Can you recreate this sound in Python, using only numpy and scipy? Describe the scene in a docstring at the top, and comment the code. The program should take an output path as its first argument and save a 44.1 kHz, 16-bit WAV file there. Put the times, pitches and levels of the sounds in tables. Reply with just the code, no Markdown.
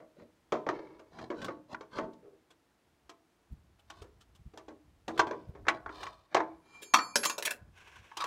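"""Bricklaying in a quiet garden. Over a faint hush, a hollow spirit level is knocked and slid against
fresh bricks, which makes it rattle and ring; the yard answers with a dull echo. Midway, puffs of wind
touch the microphone. Then a steel trowel is lifted, ringing faintly, struck twice on the wall and
scraped along the gritty mortar joint. Last, a sleeve rustles and the level meets the bricks again."""
import sys
import numpy as np
from scipy import signal
from scipy.fft import rfft, irfft
from scipy.io import wavfile
from scipy.ndimage import uniform_filter1d

SR = 44100
rng = np.random.default_rng(int(sys.argv[2]) if len(sys.argv) > 2 else 0)


def log_audio(samples):
    """Write samples as a 16-bit WAV file to the path given in sys.argv[1]."""
    # one column per channel
    frames = np.atleast_2d(samples).T
    # limit to full scale, then quantise
    limited = np.clip(frames, -1, 1)
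    pcm = np.round(limited * 32767).astype(np.int16)
    wavfile.write(sys.argv[1], SR, pcm)


N = 364266
TIME = np.arange(N) / SR
AGE = np.arange(int(.4 * SR)) / SR  # seconds since one short sound began

# Levels in the tables are relative. A fade time is how long a sound takes to drop by 60 dB.
# tone colour of the distant hush: f/Hz, level/dB
HUSH_COLOUR = [(18, -36.5), (30, -19), (59, -14.5), (237, -7), (292, -6), (332, -3.5), (359, -4),
               (420, -13), (455, -6), (492, -12.5), (691, -10), (11300, -31), (15500, -36)]
# tone colour of wind on the microphone: f/Hz, level/dB
WIND_COLOUR = [(25, -21.5), (45, 0), (70, 7), (130, -4), (200, -9), (350, -28), (700, -58.5)]
# strength of the breeze: t/s, level/dB
BREEZE = [(0, -79), (1.1, -73), (2.5, -78), (3.45, -83), (3.6, -63.5), (3.8, -77.5), (4.1, -63.5),
          (4.55, -69), (4.9, -69.5), (5.1, -63.5), (6.1, -59.5), (6.25, -75.5), (7.5, -80), (7.68, -61),
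          (8.26, -72.5)]
# the strongest puffs of wind: t/s, level/dB
PUFFS = [(3.528, -40.5), (4.025, -52), (4.41, -53.5), (4.469, -45.5), (5.494, -41.5), (6.945, -58.5),
         (7.627, -56)]
# A contact has four bands, low to high: thud, clack, crack and sizzle.
# Hardness is clack minus thud; grittiness is crack minus clack.
# the level meets the bricks: t/s, clack level/dB, hardness/dB, grittiness/dB, struck spot's f/Hz
KNOCKS = [(0.0023, -64, -10.5, -15, 640), (0.1967, -65, 2, -15, 1090), (0.522, -33.5, -4.5, -12.5, 895),
          (0.666, -39, -4.5, -20, 790), (0.6891, -31.5, 3.5, -17.5, 1065),
          (0.9931, -60.5, -4.5, -6.5, 1230), (1.188, -49.5, 9, -11.5, 1420),
          (1.302, -43, -7.5, -14.5, 1020), (1.417, -48, 16, -4.5, 1400), (1.445, -46.5, 4, -1, 1400),
          (1.4827, -41.5, -3.5, -18.5, 1240), (1.745, -40.5, 28, -19.5, 1610),
          (1.8086, -50.5, -2, -11, 950), (1.9854, -37.5, -2.5, -15, 980), (2.13, -68, 5, -4, 900),
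          (2.505, -67, 3.5, 2.5, 1390), (3.0941, -54.5, 3, -2, 1130), (3.79, -72.5, 9, 3.5, 3200),
          (3.901, -50.5, 10, -2.5, 1400), (4.019, -60.5, -9, 1.5, 1370), (4.2086, -68.5, 10, 4.5, 1440),
          (4.35, -73, 10, 5.5, 1410), (4.536, -65, -9.5, -7, 814), (4.5741, -52.5, -0.5, -4, 940),
          (4.6822, -55, -7, -9, 810), (5.08, -41, -1, -6.5, 1070), (5.1769, -43, 19.5, -3.5, 3530),
          (5.1934, -20.5, 9, -13, 1130), (5.2697, -43.5, -3, -11, 1000), (5.31, -39.5, -3.5, -16.5, 1070),
          (5.551, -58, -6, -17, 735), (5.652, -57, 5.5, -24.5, 1390), (5.668, -42.5, 2, -19.5, 1600),
          (5.6831, -23, 14, -9.5, 2400), (5.861, -41, 9, -25.5, 1380), (5.892, -46, 5, -20.5, 1380),
          (6.031, -42.5, 18, -5.5, 1200), (6.0668, -42, 18.5, -12.5, 1220), (6.346, -24.5, 2, -11.5, 610),
          (6.3667, -29.5, 4.5, -15, 640), (6.4021, -33, 7.5, -24, 900), (8.115, -51, 23.5, -21, 1080),
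          (8.17, -42.5, 12.5, 0.5, 1150), (8.24, -41.5, 5, -1.5, 1400)]
# tone colour of a knock's rattle: f/Hz, level/dB
RATTLE_COLOUR = [(30, -59.5), (100, -15), (250, -13), (315, -1.5), (500, -5), (1000, -5.5), (1600, -6),
                 (2300, -7.5), (3200, -9), (4500, -19.5), (6500, -23), (10000, -46.5), (13000, -50),
                 (15500, -54.5)]
# ringing tones of the spirit level lying on the wall: f/Hz, level/dB, base fade time/s
LEVEL_TONES = [(315.7, -5, 0.39), (384.2, 1, 0.16), (451, -7, 0.15), (536, -17.5, 0.065), (644.2, -4, 0.26),
               (711, -8, 0.23), (870, -7, 0.33), (989, -1, 0.23), (1128, 2.5, 0.16), (1300, -20, 0.12),
               (1540, 0.5, 0.044), (1740, -9, 0.033), (2303, 3, 0.026)]
# echo of the yard: f/Hz, level/dB, fade time/s
YARD_ECHO = [(125, -6, 0.9), (340, -2, 0.33), (685, -13.5, 0.41), (1410, -14.5, 0.33), (3470, -33, 0.23),
             (12000, -35.5, 0.24)]
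# the level is dragged over brick: t/s, swell/s, fade time/s, clack level/dB, hardness/dB, grittiness/dB
SLIDES = [(0.141, .08, 0.12, -71.5, -14.5, -6), (.70, .04, 0.85, -56, -2.5, -17.5),
          (1.10, 0.14, 0.15, -54, -5, -10), (1.33, .11, .3, -52.5, -5, -8.5),
          (1.679, .05, 0.074, -55, -0.5, -9), (1.901, .08, 0.18, -47, 1, -9.5),
          (2.001, .03, 0.31, -68, -16, -25), (2.2, 0.049, 0.39, -76.5, -17.5, -20),
          (3.868, .13, .2, -66, 4, -4.5), (5.12, .09, 0.16, -58, -12.5, -6),
          (5.31, .03, 1, -71.5, -9, -10.5), (5.711, .03, 0.2, -63, -11.5, -8.5),
          (5.89, .13, 0.48, -51.5, 7.5, -6), (6.29, 0.039, .7, -59.5, 5, -14.5),
          (6.62, .14, 0.8, -64.5, 5, -8), (8.169, .045, 0.12, -40, 18.5, -5)]
# tone colour of that rubbing: f/Hz, level/dB
RUB_COLOUR = [(30, -37), (100, -13), (330, -1.5), (1100, 0), (2300, -13), (4000, -8), (6500, -21.5),
              (10000, -40.5), (15500, -54)]
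# the blade rings, swelling as it swings near: t/s, level/dB, swell/s, favoured f/Hz, tilt/(dB per octave)
BLADE_RINGS = [(6.49, -80, .1, 10700, 6), (6.6, -52, .16, 2370, -6), (6.822, -49, .01, 6900, 0),
               (6.941, -34, .002, 4450, -5), (6.98, -43, .045, 7230, -2), (7.157, -34, .002, 10900, 3),
               (7.246, -33, .014, 6550, -1)]
# pitches of the free steel blade: f/Hz
BLADE_HZ = [2373, 3160, 4452, 5015, 6553, 7230, 8760, 10696, 11052, 12550]
# strength and fading of those pitches, in the same order: level/dB, fade time/s
BLADE_TONES = [(1, 0.63), (-2.5, 0.18), (-2, 0.51), (-3.5, 0.53), (-1.5, 1), (3.5, 0.34), (-4, 0.34),
               (-8, 0.54), (-3.5, 0.5), (-5.5, 0.37)]
# the trowel meets the wall: t/s, clack level/dB, hardness/dB, grittiness/dB, contact/s, struck spot's f/Hz
TROWEL_HITS = [(6.815, -56.5, -1.5, 5.5, 0.02, 2960), (6.9372, -16, 17.5, -6.5, 0.0035, 1155),
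               (6.986, -31.5, 13, -10.5, 0.0012, 1290), (7.1564, -26.5, 5.5, 1.5, 0.0016, 5400),
               (7.2298, -34, 15, -0.5, 0.013, 1190), (7.248, -30.5, 10, 1, .011, 1210),
               (7.2964, -35, 12.5, -1, 0.0026, 1200), (7.3788, -42, -2.5, 2, 0.0064, 680),
               (7.397, -62, -12, -3, 0.0021, 694), (7.4242, -42, 9, 2.5, 0.0024, 1805),
               (7.4488, -39, 14, 6.5, 0.011, 2090), (7.464, -32, 11.5, -9, 0.016, 2120),
               (7.506, -39, 11, 3.5, 0.0051, 1510), (7.513, -44, 10, -13, 0.0036, 2290)]
# tone colour of steel crushing grit: f/Hz, level/dB
CRUNCH_COLOUR = [(30, -45.5), (100, -36), (250, -13), (700, -5), (1100, -10.5), (2500, -4.5), (6500, -6),
                 (8000, -9), (13000, -15), (15500, -19.5)]
# resonances of the blade held against the wall: f/Hz, width/Hz, level/dB
HELD_BLADE = [(717, 6.3, 8.5), (995, 130, 4.5), (1190, 210, 7), (1456, 40, 5.5), (1660, 130, 5),
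              (1750, 35, -6), (2370, 100, -3), (2670, 64, 8), (3290, 30, -3), (3840, 380, -1),
              (5580, 450, -1)]
# the sleeve as the arm draws back: t/s, level/dB
SLEEVE_MOVE = [(7.70, -99), (7.765, -58.5), (7.9, -58), (7.985, -57), (8.04, -63.5), (8.16, -64),
               (8.26, -47)]
# tone colour of rubbing cloth: f/Hz, level/dB
CLOTH_COLOUR = [(240, -32.5), (400, -4), (670, -9.5), (1070, 0.5), (1290, -9), (1570, 2.5), (1880, -7.5),
                (2580, -1), (4810, -20), (5680, -14.5), (15000, -36.5)]

BLOW_S = .02  # a blow's loudness is set over this opening stretch
# sizzle minus crack: dB at zero grittiness, extra dB per dB of grittiness
LEVEL_SIZZLE, TROWEL_SIZZLE = (-10.5, 0.8), (-7.5, 0.9)


def undb(db):
    """Turn decibels into a number to multiply by."""
    return 10 ** (np.asarray(db) / 20)


def unit(x, seconds=None):
    """Scale to an average strength (rms) of 1, over the first seconds or the whole sound."""
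    head = x if seconds is None else x[:int(seconds * SR)]
    return x / np.sqrt(np.mean(head ** 2) + 1e-24)


def add(out, start, x):
    """Mix a sound in at a start time."""
    i = max(int(start * SR), 0)
    out[i:i + len(x)] += x[:max(N - i, 0)]


def colour(x, points, size=2048):
    """Filter a sound along a curve of (f/Hz, level/dB) points."""
    hz, db = np.transpose(points)
    freqs = np.maximum(np.fft.rfftfreq(size, 1 / SR), 1)
    gains = undb(np.interp(np.log(freqs), np.log(hz), db))
    # build the filter so that nothing comes out before the sound goes in
    cepstrum = irfft(np.log(gains))
    cepstrum[1:size // 2] *= 2
    cepstrum[size // 2 + 1:] = 0
    return signal.fftconvolve(x, irfft(np.exp(rfft(cepstrum))))[:len(x)]


def band(x, lo_hz, hi_hz):
    """Keep what lies between two frequencies."""
    return signal.sosfilt(signal.butter(3, [lo_hz, hi_hz], "band", fs=SR, output="sos"), x)


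def fade(t, fade_s):
    """Stay at 1 until t = 0, then drop by 60 dB every fade_s seconds."""
    return np.exp(-np.log(1000) * np.maximum(t, 0) / fade_s)


def wander(count, rate):
    """Drift to a new random value, rate times a second."""
    steps = rng.standard_normal(200)
    return np.interp(np.arange(count) * rate / SR, np.arange(len(steps)), steps)


def ring(tones):
    """A struck object rings as a sum of fading sine waves."""
    return sum(undb(db) * fade(AGE, fade_s) * np.sin(2 * np.pi * (hz * AGE + rng.random()))
               for hz, db, fade_s in tones)


def resonance(x, hz, q):
    """Pick out the sound around one pitch; a higher q is narrower."""
    return signal.lfilter(*signal.iirpeak(hz, q, fs=SR), x)


def grit(count, rate, spread_db):
    """Tiny, dense clicks whose strength jumps from one grain to the next."""
    grain = (np.arange(count) * rate / SR).astype(int)
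    clicks, sizes = rng.standard_normal((2, count))
    return unit(clicks * undb(spread_db * np.minimum(sizes, 2)[grain]))


def bounce(x, shortest_s, spread_s, share):
    """Nearby brick faces send back three copies within milliseconds, colouring the sound."""
    out = x.copy()
    for chance in rng.random(3):
        lag = int((shortest_s + spread_s * chance) * SR)
        out[lag:] += share * x[:-lag]
    return out


def band_levels(db, hardness_db, grit_db, sizzle):
    """Levels of thud, clack, crack and sizzle: hardness thins the thud, grit adds treble."""
    crack_db = db + grit_db
    return [db - hardness_db, db, crack_db, crack_db + sizzle[0] + sizzle[1] * grit_db]


def set_bands(x, levels_db, seconds):
    """Bring thud, clack, crack and sizzle to the given levels over the first seconds."""
    edges_hz, size = np.array([200, 700, 2500, 7500, 16000]), 16384
    head = x[:int(seconds * SR)]
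    spectrum = rfft(head * signal.windows.tukey(len(head), .1), size)
    power = 2 * np.abs(spectrum) ** 2 / (size * len(head))
    band_power = np.add.reduceat(power, edges_hz * size // SR)[:-1]
    gain_db = np.array(levels_db) - 10 * np.log10(band_power)
    corners_hz = np.column_stack([edges_hz[:-1] * 1.2, edges_hz[1:] / 1.2]).ravel()
    return colour(x, np.column_stack([corners_hz, np.repeat(gain_db, 2)]))


def garden_hush(level_db=-72.5, swell_db=0.39):
    """A faint, distant hush swells slowly."""
    swell = np.interp(TIME, np.linspace(0, TIME[-1], 25), rng.standard_normal(25))
    return unit(colour(rng.standard_normal(N), HUSH_COLOUR)) * undb(level_db + swell_db * swell)


def wind(puff_half_s=0.0091, gust_db=5):
    """Soft swirls of air buffet the microphone: a gusty breeze and a few stronger puffs."""
    swirls = unit(colour(rng.standard_normal(N), WIND_COLOUR))
    swirls /= np.sqrt(uniform_filter1d(swirls ** 2, size=1500))  # even out the loudness
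    puffs = sum(undb(db) * np.exp(-.5 * ((TIME - t) / puff_half_s) ** 2) for t, db in PUFFS)
    breeze = undb(np.interp(TIME, *np.transpose(BREEZE)) + gust_db * wander(N, rate=16))
    return swirls * (puffs + breeze)


def level_landings(firm_db=-23.5, firm_contact_s=.0026, rock_s=.02):
    """One end of the level lands, then the other follows, weaker and less gritty."""
    for t, db, hardness_db, grit_db, spot_hz in KNOCKS:
        # weak or gritty knocks press for longer
        contact_s = firm_contact_s * 2 ** (.048 * (firm_db - db) + .05 * grit_db)
        # hard knocks rattle briefly and hardly rock
        rattle_s = 0.11 / 2 ** (0.069 * hardness_db)
        rock_db = db - 10 - .4 * hardness_db
        first_end = band_levels(db, hardness_db, grit_db, LEVEL_SIZZLE)
        other_end = band_levels(rock_db, hardness_db, grit_db - 10, LEVEL_SIZZLE)
        yield t, first_end, contact_s, rattle_s, spot_hz
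        yield t + rock_s, other_end, contact_s, rattle_s, spot_hz


def level_knocks():
    """Each knock crushes a little grit, rattles on the rough brick and rings the hollow level."""
    out = np.zeros(N)
    for t, levels_db, contact_s, rattle_s, spot_hz in level_landings():
        press = np.minimum(AGE / (.5 * contact_s), 1)
        grains = grit(len(AGE), rate=430, spread_db=2) * press
        crush_shape = fade(AGE - contact_s, 0.044) + 0.36 * fade(AGE, 1.7 * rattle_s)
        crush = colour(grains * crush_shape, RATTLE_COLOUR)
        rattle = colour(band(grains, 71, 2500) * fade(AGE, rattle_s), RATTLE_COLOUR)
        # every spot favours other tones and shifts their pitch a little
        shifts = 1 + .03 * rng.standard_normal(len(LEVEL_TONES))
        boosts_db = 3 * rng.standard_normal(len(LEVEL_TONES))
        tones = [(hz * shift, db + boost, fade_s * (rattle_s / 0.1) ** .5)
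                 for (hz, db, fade_s), shift, boost in zip(LEVEL_TONES, shifts, boosts_db)]
        ringing = press * ring(tones)
        hit = unit(rattle, BLOW_S) + undb(0.5) * unit(ringing, BLOW_S) + undb(1) * unit(crush, BLOW_S)
        hit += 1.2 * resonance(hit, spot_hz, q=2.6)
        hit = bounce(hit, shortest_s=.0008, spread_s=.004, share=0.27)
        add(out, t - contact_s / 4, set_bands(hit, levels_db, BLOW_S))
    return out


def yard_echo(x):
    """Walls and fences scatter the sound back; the low notes stay longest."""
    age = TIME[:SR]
    hz, db, fade_s = np.transpose(YARD_ECHO)
    echo = 0
    for centre_hz in np.geomspace(125, 11314, num=14):
        gain = undb(np.interp(np.log(centre_hz), np.log(hz), db))
        tail_s = np.interp(np.log(centre_hz), np.log(hz), fade_s)
        shape = fade(age, tail_s) * (1 - fade(age, 0.028))
        noise = band(rng.standard_normal(SR), centre_hz / 2 ** .25, centre_hz * 2 ** .25)
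        echo += gain * noise * shape / np.linalg.norm(shape)
    return signal.fftconvolve(x, echo)[:N]


def level_slides(grip_s=0.036, swell_db=12.5):
    """Sand catches under the sliding level and makes it ring; each push grips, swells and eases off."""
    out, age = np.zeros(N), TIME[:SR]
    for t, swell_s, fade_s, db, hardness_db, grit_db in SLIDES:
        grip = np.minimum(age / grip_s, 1)
        push = undb(swell_db * np.minimum(age / swell_s, 1)) * fade(age - swell_s, fade_s)
        rub = grit(len(age), rate=200, spread_db=3) * grip * push
        ringing = signal.fftconvolve(rub, ring(LEVEL_TONES))[:len(age)]
        slide = unit(colour(rub, RUB_COLOUR)) + undb(-3) * unit(ringing)
        slide = bounce(slide, shortest_s=.0004, spread_s=.0024, share=0.5)
        add(out, t, set_bands(slide, band_levels(db, hardness_db, grit_db, LEVEL_SIZZLE), swell_s))
    return out * undb(-2.5)


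def blade_rings(pressed_at_s=7.33):
    """The free blade sings until it is pressed into the mortar; each tone wavers as the blade turns."""
    out = np.zeros(N)
    hz = np.array(BLADE_HZ)[:, None]
    tone_db, fade_s = np.transpose(BLADE_TONES)[:, :, None]
    for t, db, swell_s, favoured_hz, tilt_db in BLADE_RINGS:
        octaves = np.log2(hz / favoured_hz)
        favour_db = 9.8 * np.exp(-(octaves / 0.097) ** 2)
        gains = undb(tone_db + tilt_db * octaves + favour_db)
        waver = undb([4 * wander(len(AGE), rate=24) + 1.8 * wander(len(AGE), rate=130) - 2 for _ in hz])
        sines = np.sin(2 * np.pi * (hz * AGE + rng.random(hz.shape)))
        tones = gains * waver * fade(AGE - swell_s, fade_s) * sines
        swell = np.minimum(AGE / swell_s, 1) ** 2
        add(out, t, undb(db) * swell * tones.sum(axis=0) / np.linalg.norm(gains))
    return out * fade(TIME - pressed_at_s, 0.19)


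def trowel_hits():
    """The steel edge crushes grit while it touches the wall: briefly for a tap, longer for a scrape."""
    out = np.zeros(N)
    for t, db, hardness_db, grit_db, contact_s, spot_hz in TROWEL_HITS:
        press = np.minimum(AGE / (.5 * contact_s), 1)
        release = fade(AGE - contact_s, 0.035) + 0.57 * fade(AGE - contact_s, 0.13)
        crunch = colour(grit(len(AGE), rate=500, spread_db=2.5) * press * release, CRUNCH_COLOUR)
        crunch += sum(undb(boost) * resonance(crunch, hz, q=hz / width) for hz, width, boost in HELD_BLADE)
        crunch += 3.9 * resonance(crunch, spot_hz, q=4.4)
        crunch = bounce(crunch, shortest_s=.0004, spread_s=.002, share=.4)
        add(out, t, set_bands(crunch, band_levels(db, hardness_db, grit_db, TROWEL_SIZZLE), BLOW_S))
    return out * undb(-1.65)


def sleeve_rustle():
    """Cloth rubs in many tiny catches as the arm draws back."""
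    rustle = unit(colour(grit(N, rate=71, spread_db=2.5), CLOTH_COLOUR))
    return rustle * undb(np.interp(TIME, *np.transpose(SLEEVE_MOVE)))


def scene():
    """Mix everything into one channel; only the tools' contacts with the wall get an echo."""
    level, trowel = level_knocks() + level_slides(), trowel_hits()
    tools = level + trowel + blade_rings() + yard_echo(level + undb(3) * trowel)
    return (tools + sleeve_rustle() + wind() + garden_hush())[None]


def record(dry, top_hz=15750):
    """A steep filter cuts off the highest treble."""
    return signal.sosfilt(signal.ellip(10, .2, 70, top_hz, fs=SR, output="sos"), dry)


dry = scene()
out = record(dry)
log_audio(out)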